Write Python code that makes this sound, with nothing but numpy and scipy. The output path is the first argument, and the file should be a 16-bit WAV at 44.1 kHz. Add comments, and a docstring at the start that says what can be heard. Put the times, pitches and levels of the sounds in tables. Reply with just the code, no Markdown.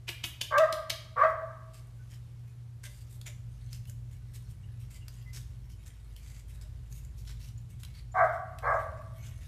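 """A hallway with a wooden floor: a puppy in plush slippers pads close to a phone, and its suit rustles nearer.
Cloth soles are rubbed noise with knocks, ticks and squeaks; six sharp smacks nearby are bursts of tiny snaps.
A dog barks in two pairs from a bare, echoing room next door: hoarse folds drive a resonant throat.
An appliance hums on two wavering lines over rumble and faint hiss."""
import sys
import numpy as np
from scipy import signal
from scipy.fft import rfft, irfft
from scipy.io import wavfile
from scipy.ndimage import uniform_filter1d

SR = 44100
rng = np.random.default_rng(int(sys.argv[2]) if len(sys.argv) > 2 else 0)


def materialize(psi):
    """Save the field psi as 16-bit PCM at rate SR to the path in sys.argv[1].

    A 1-D psi becomes a single channel; in a 2-D psi each row is a channel.
    """
    bounded = np.clip(np.atleast_2d(psi).T, -1, 1)
    quanta = np.round(bounded * 32767).astype(np.int16)
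    wavfile.write(sys.argv[1], SR, quanta)


N = 417627
T = np.arange(N) / SR


def undb(db):
    """Decibels to gain."""
    return 10 ** (np.asarray(db) / 20)


def unit(x):
    """Scale to rms 1."""
    return x / np.sqrt(np.mean(x ** 2) + 1e-20)


def steady(x):
    """Hold the rms near 1 over a sliding 20 ms."""
    return x / np.sqrt(np.abs(uniform_filter1d(x ** 2, SR // 50)) + 1e-12)


def add(out, s, x):
    """Mix x into out from time s."""
    i = max(int(s * SR), 0)
    out[i:i + len(x)] += x[:len(out) - i]


def curve(points):
    """Join (time [s], value) points by straight lines."""
    return np.interp(T, *np.transpose(points))


def colour(x, points, tilt_db=0):
    """Filter by a (frequency [Hz], level [dB]) spectrum, tilted per octave above 1024 Hz."""
    hz, db = np.transpose(points)
    octave = np.log2(np.maximum(np.fft.rfftfreq(len(x), 1 / SR), 10))
    shape = np.interp(octave, np.log2(hz), db) + tilt_db * np.maximum(octave - 10, 0)
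    return irfft(rfft(x) * undb(shape), len(x))


def resonate(x, hz, width):
    """One resonance, gain 1 at its centre."""
    return signal.lfilter(*signal.iirpeak(min(hz, SR / 2 - 2000), hz / width, fs=SR), x)


def cut(x, hz, kind, order=2):
    """Low-pass or high-pass."""
    return signal.sosfilt(signal.butter(order, hz, kind, fs=SR, output="sos"), x)


def walk(rate, size):
    """Smooth chance with a spread near 1."""
    k = max(int(SR / rate), 1)
    steps = np.repeat(rng.standard_normal(size // k + 2), k)
    return uniform_filter1d(steps, k)[:size] * np.sqrt(3 / 2)


def grains(size, spread_db):
    """Noise made of many tiny clicks of uneven strength."""
    return rng.standard_normal(size) * undb(spread_db * walk(1500, size))


def knock(hz):
    """A soft blow rings one low, damped mode."""
    t = T[:8192]
    return np.sin(2 * np.pi * hz * t) * np.minimum(t / 0.00365, 1) * np.exp(-t / 0.02)


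def room(x, t60_low, t60_high, early_db, early_s, split_hz):
    """Diffuse echo of unit energy: strong first reflections, then a tail with its own decay above the split."""
    t = T[:SR]
    noise = rng.standard_normal(SR)
    low = irfft(rfft(noise) / (1 + (np.fft.rfftfreq(SR, 1 / SR) / split_hz) ** 4), SR)
    high = noise - low
    tail = low * undb(-60 * t / t60_low) + high * undb(-60 * t / t60_high)
    tail *= (1 + undb(early_db) * np.exp(-t / early_s)) * np.minimum(t / 0.0031, 1)
    return signal.fftconvolve(x, tail / np.linalg.norm(tail))[:len(x)]


# hum lines heard as the phone moves through the room, before the trims: (time [s], level [dB])
MOTOR_LEVEL = [(0.0, -63), (2.21, -57.5), (2.66, -67.5), (2.82, -57), (3.63, -51.5), (6.55, -47.5),
               (6.91, -45), (7.34, -44.5), (7.7, -57.5), (8.1, -47.5), (8.38, -65), (8.66, -43.5),
               (9.11, -58.5), (9.47, -43.5)]
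MAINS_LEVEL = [(0.0, -43.5), (0.56, -50), (2.21, -46.5), (3.57, -43.5), (5.24, -46.5), (6.18, -56.5),
               (6.33, -88.5), (6.51, -57), (6.97, -52.5), (7.35, -44.5), (8.76, -47.5), (8.97, -60),
               (9.27, -43), (9.47, -49.5)]
# the rumble's rise and fall, before its trim: (time [s], level [dB])
RUMBLE_LEVEL = [(0.0, -56.5), (2.78, -54), (3.77, -52), (4.19, -53.5), (4.8, -48), (5.16, -52.5),
                (5.36, -51.5), (9.47, -49.5)]
# spectra of the rumble and of the faint hiss: (frequency [Hz], level [dB])
RUMBLE_COLOUR = [(15, -19), (28, -21.5), (38, -8), (48, -11), (70, 1), (90, 1), (112, 1.5), (135, -5.5),
                 (170, -14), (220, -22), (300, -34), (500, -55.5)]
HISS_COLOUR = [(150, -25.5), (250, 0.5), (322, -1), (368, -2.5), (561, -7.5), (773, -10), (995, -11),
               (1820, -14.5), (8590, -21.5), (12700, -24), (14000, -30.5)]
MOTOR_HZ, MAINS_HZ = 54.1, 118.9
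MOTOR_TRIM_DB, MAINS_TRIM_DB, RUMBLE_TRIM_DB, HISS_DB = 0.1, -1.6, 3.0, -68.5


def appliance():
    """A motor line and a mains line waver in phase and level over a low rumble and faint hiss."""
    motor = unit(np.sin(2 * np.pi * MOTOR_HZ * T + .4 * walk(7.8, N)))
    motor *= undb(curve(MOTOR_LEVEL) + MOTOR_TRIM_DB + 1.1 * walk(6, N))
    mains = unit(np.sin(2 * np.pi * MAINS_HZ * T + 0.18 * walk(5.8, N)))
    mains *= undb(curve(MAINS_LEVEL) + MAINS_TRIM_DB + 1.1 * walk(6.5, N))
    rumble = unit(cut(colour(rng.standard_normal(N), RUMBLE_COLOUR), 820, "low"))
    rumble *= undb(curve(RUMBLE_LEVEL) + RUMBLE_TRIM_DB + walk(2.4, N))
    hiss = unit(cut(colour(rng.standard_normal(N), HISS_COLOUR), 250, "high"))
    hiss *= undb(HISS_DB + .5 * walk(2, N))
    return motor + mains + rumble + hiss


# rustle of the suit as the puppy comes nearer the phone: (time [s], level [dB])
RUSTLE_LEVEL = [(1.5, -80), (2.6, -77.5), (4.5, -73.5), (7, -73.5), (9.4, -66.5)]
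# spectrum of rubbing cloth, shared with the soles: (frequency [Hz], level [dB])
CLOTH_COLOUR = [(200, -4.5), (450, -6), (900, -3), (2000, 3), (3200, 1.5), (5000, -2.5), (7500, -2.5),
                (10500, -4.5), (13500, -7)]


def rustle():
    """Cloth rubs in uneven grains; narrow bands of it come and go by themselves."""
    cloth = colour(grains(N, 5.4) * undb(6.6 * np.tanh(walk(8.6, N))), CLOTH_COLOUR)
    bands = np.zeros(N)
    for hz in np.geomspace(600, 12000, num=24):
        bands += resonate(cloth, hz, hz / 16) * undb(14 * np.tanh(walk(28, N) / 2))
    return unit(bands) * undb(curve(RUSTLE_LEVEL))


# sharp smacks near the phone: (time [s], level [dB], length [s], cavity pitch [Hz], rise [s],
# treble tilt [dB per octave], trailing hiss [dB], low thump [dB])
SMACKS = [(0.069, -36.5, 0.025, 2900, 0.021, -1, -48, -43.5),
          (0.229, -34.5, 0.018, 3230, 0.0157, -1.5, -41.5, -51),
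          (.408, -28.5, 0.0067, 3280, 0.007, 0, -46, -64),
          (0.576, -32.5, 0.0093, 3200, 0.0066, 1.5, -68, -46),
          (0.723, -34, .0063, 3800, 0.0031, -.5, -50, -50.5),
          (0.894, -28.5, 0.0098, 3340, 0.0063, 0.4, -51, -57)]
# spectrum of the snaps: (frequency [Hz], level [dB])
SMACK_COLOUR = [(200, -9), (800, -10), (1500, -6.5), (2400, -1.5), (4200, -7), (5600, -5.5), (7000, -7.5),
                (10500, -10.5), (13500, -12.5)]


def smacks():
    """Each smack is a brief, swelling burst of tiny snaps ringing a small cavity."""
    out, t = np.zeros(N), T[:4096]
    for s, db, length, hz, rise, tilt_db, _, _ in SMACKS:
        swell = np.minimum(t / rise, 1) ** 2 * np.exp(-np.maximum(t - length, 0) / .0025)
        burst = colour(grains(len(t), 5.4) * swell, SMACK_COLOUR, tilt_db)
        burst += 2.66 * resonate(burst, hz, 1200)
        add(out, s, undb(db) * burst * np.sqrt(length * SR) / np.linalg.norm(burst))
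    return out


HISS_RISE_S, HISS_DECAY_S, THUMP_HZ = 0.014, 0.041, 345


def smack_tails():
    """A dull thump, and a thin, high hiss that swells around the end of each smack and fades after it."""
    out, t = np.zeros(N), T[:16384]
    fade = np.minimum(t / HISS_RISE_S, 1) ** 2 * np.exp(-np.maximum(t - HISS_RISE_S, 0) / HISS_DECAY_S)
    for s, _, length, _, rise, _, hiss_db, thump_db in SMACKS:
        hiss = unit(cut(grains(len(t), 1.5), 7500, "high")) * fade
        add(out, s + length - HISS_RISE_S / 2, undb(hiss_db) * hiss)
        add(out, s + rise, undb(thump_db) * knock(THUMP_HZ))
    return out


# throat resonances above the lowest: (frequency [Hz], width [Hz], level [dB])
THROAT = [(861, 220, -14), (1159, 55, 4.5), (1600, 75, -3), (2080, 660, -17)]
CREST_HZ, SAG_HZ_PER_S = 642.5, 600  # every bark glides to the same pitch, then sags
BARK_ATTACK_S, BARK_SWELL_S, BARK_RELEASE_S = 0.021, 0.061, 0.018
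# the mouth narrows just before the crest; afterwards the low note fades in the room
# and the upper resonances stand out again
MOUTH_CLOSE_S, MOUTH_CLOSED_DB, LOW_NOTE_FADE_DB_PER_S = 0.037, -7, 157.5
MOUTH_OPEN_S, MOUTH_OPEN_DB = 0.04, 8.5  # it widens by this much as the bark begins


def bark(length, db, swell_db, crest_s, start_hz, open_db, start_rough, crest_rough, overtone_db):
    """Hoarse, jittering folds drive the throat; the open mouth favours its upper resonances up to the crest."""
    t = T[:SR]
    effort, after = np.minimum(t / crest_s, 1), np.clip(t - crest_s, 0, crest_s)
    hz = start_hz + (CREST_HZ - start_hz) * effort ** 1.15 - SAG_HZ_PER_S * after
    # level of the upper resonances against the lowest
    upper_db = np.interp(t, [crest_s - MOUTH_CLOSE_S, crest_s], [open_db, MOUTH_CLOSED_DB])
    upper_db += LOW_NOTE_FADE_DB_PER_S * after - MOUTH_OPEN_DB * np.maximum(1 - t / MOUTH_OPEN_S, 0)

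    rough = np.clip(start_rough + (crest_rough - start_rough) * effort ** 2, 0, 1)
    jitter = 0.0969 * rough * walk(350, SR) + .012 * walk(107.8, SR)
    phase = 2 * np.pi * np.cumsum(hz * (1 + jitter)) / SR
    folds = unit(sum(np.cos(k * phase) for k in np.arange(1, 8)))
    rasp = unit(cut(rng.standard_normal(SR), 6000, "low") * (1 + 0.33 * np.cos(phase)))
    source = np.sqrt(1 - rough) * folds + rough * rasp

    # a higher bark has a higher lowest resonance
    low = resonate(source, np.max(hz) / 2 + 325, 120)
    low = cut(cut(low, 900, "low"), 455, "high", order=6)
    breathy = source + 0.53 * rough * rasp
    high = np.zeros(SR)
    for k, (centre, width, gain_db) in enumerate(THROAT):
        high += (-1) ** k * undb(gain_db) * resonate(breathy, centre, width)
    high = cut(high, 800, "high")
    voice = cut(steady(low) + undb(upper_db) * steady(high), 260, "high", order=4)

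    # the doorway and walls take away nearly all the treble
    treble = undb(overtone_db) * cut(voice, 2000, "high", order=5)
    voice = cut(voice, 2160, "low", order=18) + treble
    swell = undb(db - swell_db * np.maximum(1 - t / BARK_SWELL_S, 0))
    release = np.exp(-np.maximum(t - length, 0) / BARK_RELEASE_S)
    voice = steady(voice) * swell * np.minimum(t / BARK_ATTACK_S, 1) * release
    heard = undb(-1.5) * voice + room(voice, 0.81, 0.58, 7.1, 0.014, 2000)
    return heard * np.linalg.norm(voice) / np.linalg.norm(heard)


# barks from the room next door: (time [s], length [s], level [dB], swell [dB], time to the crest [s],
# starting pitch [Hz], mouth opening [dB], roughness at the start [0-1], roughness at the crest [0-1],
# treble through the doorway [dB])
BARKS = [(.503, 0.13, -19.5, 12, .098, 438.9, 11.5, 0.73, .05, -21),
         (1.156, 0.095, -18.5, 13.5, 0.099, 460.2, 13.5, 0.7, 0.26, -15.5),
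         (8.139, 0.1, -20.5, 7.5, .1, 764.6, 1, .55, .45, -31),
         (8.619, 0.13, -25.5, 11.5, .112, 445, 6.5, 0.84, 0.68, -47)]


def barking():
    """All barks, each with the echo of the far room."""
    out = np.zeros(N)
    for s, *shape in BARKS:
        add(out, s, bark(*shape))
    return out


def scuff(length, tilt_db):
    """A cloth sole catches and slips over the boards, with passing resonances of its own."""
    t = T[:16384]
    slide = np.minimum(t / (0.25 * length), 1) * np.exp(-np.maximum(t - length, 0) / 0.014)
    catch = undb(1.8 * walk(121, len(t)))
    rub = colour(grains(len(t), 3.4) * slide * catch, CLOTH_COLOUR, tilt_db)
    rub += 1.27 * sum(resonate(rub, hz, 310) for hz in rng.uniform(1640, 8650, size=5))
    return rub * np.sqrt(length * SR) / np.linalg.norm(rub)


def squeak(hz, length):
    """A sole sticks and slips fast enough to give a short, wavering tone."""
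    t = T[:int(length * SR)]
    phase = 2 * np.pi * np.cumsum(hz * (1 + 0.026 * walk(490, len(t)))) / SR
    return unit(np.sin(phase) * np.sin(np.pi * t / length))


def tick(hz):
    """A small hard tap on the floor: a crack with a very short ring, peaking at -2.5 dB."""
    t = T[:1024]
    crack = rng.standard_normal(len(t)) * np.minimum(t / 0.0014, 1) * np.exp(-t / 0.0021)
    crack = cut(crack, 1100, "high")
    tap = crack + 3.7 * resonate(crack, hz, 680.0)
    return undb(-2.5) * tap / np.abs(tap).max()


# clear steps close to the phone, a sole sliding on the boards:
# (time [s], level [dB], length [s], treble tilt [dB per octave])
SCUFFS = [(1.163, -64.5, 0.15, 3), (1.721, -60.5, 0.067, 2.5), (2.091, -61, 0.064, 2),
          (2.832, -48, 0.031, 2), (2.881, -62.5, .14, 5), (3.092, -59, .07, 7.5),
          (3.254, -47.5, 0.036, -0.1), (3.704, -57.5, 0.059, 3), (3.867, -54, 0.031, 11),
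          (4.333, -53.5, 0.028, 4.5), (4.896, -58.5, 0.071, 2.5), (5.327, -49.5, 0.052, 2),
          (5.855, -56, .026, 2), (6.195, -61.5, 0.2, 2), (6.61, -55, 0.013, 2.5), (6.893, -57.5, .091, 8),
          (7.164, -61.5, 0.062, 5.5), (7.265, -54.5, 0.049, 0), (7.389, -59.5, 0.1, 3),
          (7.932, -60.5, 0.066, 0), (8.126, -66, 0.13, 1), (8.655, -65.5, 0.097, -2),
          (9.226, -58.5, 0.058, 1), (9.407, -63.5, 0.041, 2)]
# clear ticks of the steps, each begun 1 ms early: (time [s], gain on the tick [dB], ring pitch [Hz])
TICKS = [(3.2141, -35.5, 3760), (3.73, -30.5, 5360), (3.8543, -43.5, 2840), (3.897, -33.5, 7000),
         (5.0825, -33.5, 4180), (6.164, -37, 3020), (6.9255, -37.5, 6580), (7.0497, -41.5, 7300),
         (7.581, -48, 7040), (7.8338, -31.5, 3150), (7.8496, -36, 3630), (8.587, -33.5, 2670)]
# soles squeaking briefly on the varnish: (time [s], pitch [Hz], level [dB], length [s])
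SQUEAKS = [(1.982, 1500, -73, .057), (3.871, 2950, -66, .024), (4.63, 2890, -69, 0.028),
           (4.936, 2070, -69, 0.042), (5.005, 2800, -66.5, 0.048), (5.25, 2040, -64.5, 0.07),
           (7.576, 7150, -61, 0.011), (8.115, 7150, -63, 0.019)]
# the paw lands just after the sole touches; level relative to the scuff
KNOCK_DB, KNOCK_LAG_S, BOARD_HZ = -10.5, 0.029, (400, 622)


def footsteps():
    """Each clear step scuffs, then knocks a floorboard; now and then a sole ticks or squeaks."""
    out = np.zeros(N)
    for s, db, length, tilt_db in SCUFFS:
        add(out, s, undb(db) * scuff(length, tilt_db))
        add(out, s + KNOCK_LAG_S, undb(db + KNOCK_DB) * knock(rng.uniform(*BOARD_HZ)))
    for s, db, hz in TICKS:
        add(out, s - .001, undb(db) * tick(hz))
    for s, hz, db, length in SQUEAKS:
        add(out, s, undb(db) * squeak(hz, length))
    return out


SHUFFLE_FROM_S, SHUFFLE_GAP_S = 4.1, .3  # faint shuffles between the steps, once the puppy is close
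SHUFFLE_DB, SHUFFLE_S, SHUFFLE_TILT_DB, SHUFFLE_SPREAD_DB = -63.5, 0.031, 5, 1.5
SHUFFLE_TICK_GAIN_DB, SHUFFLE_SQUEAK_DB, SHUFFLE_HZ = -52, -78, (2160, 3830)


def shuffles():
    """The other paws shuffle at an uneven pace: a faint scuff, a tick within it and a trace of a squeak."""
    out = np.zeros(N)
    for beat in np.arange(SHUFFLE_FROM_S, T[-1] - 2 * SHUFFLE_GAP_S, SHUFFLE_GAP_S):
        s = beat + SHUFFLE_GAP_S * rng.random()
        gain = undb(SHUFFLE_SPREAD_DB * rng.standard_normal())
        tap = undb(SHUFFLE_TICK_GAIN_DB) * tick(rng.uniform(*SHUFFLE_HZ))
        tone = undb(SHUFFLE_SQUEAK_DB) * squeak(rng.uniform(*SHUFFLE_HZ), SHUFFLE_S)
        add(out, s, gain * undb(SHUFFLE_DB) * scuff(SHUFFLE_S, SHUFFLE_TILT_DB))
        add(out, s + SHUFFLE_S * rng.random(), gain * tap)
        add(out, s + SHUFFLE_S, gain * tone)
    return out


def scene():
    """Near sounds with the hallway's echo, the far barks and the hum."""
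    sharp = smacks()
    steps = footsteps() + shuffles() + rustle()
    sharp_echo = undb(-3.0) * room(cut(sharp, 13000, "low", order=1), 0.6, 0.42, 0.67, 0.023, 5500)
    step_echo = undb(-5.0) * room(steps, 0.51, .45, 0.91, .02, 5500)
    near = sharp + smack_tails() + steps + sharp_echo + step_echo
    return (near + barking() + appliance())[None]


def record(dry):
    """The phone cuts the top steeply above 14.1 kHz."""
    return signal.sosfilt(signal.ellip(10, .2, 70, 14100, fs=SR, output="sos"), dry)


dry = scene()
out = record(dry)
materialize(out)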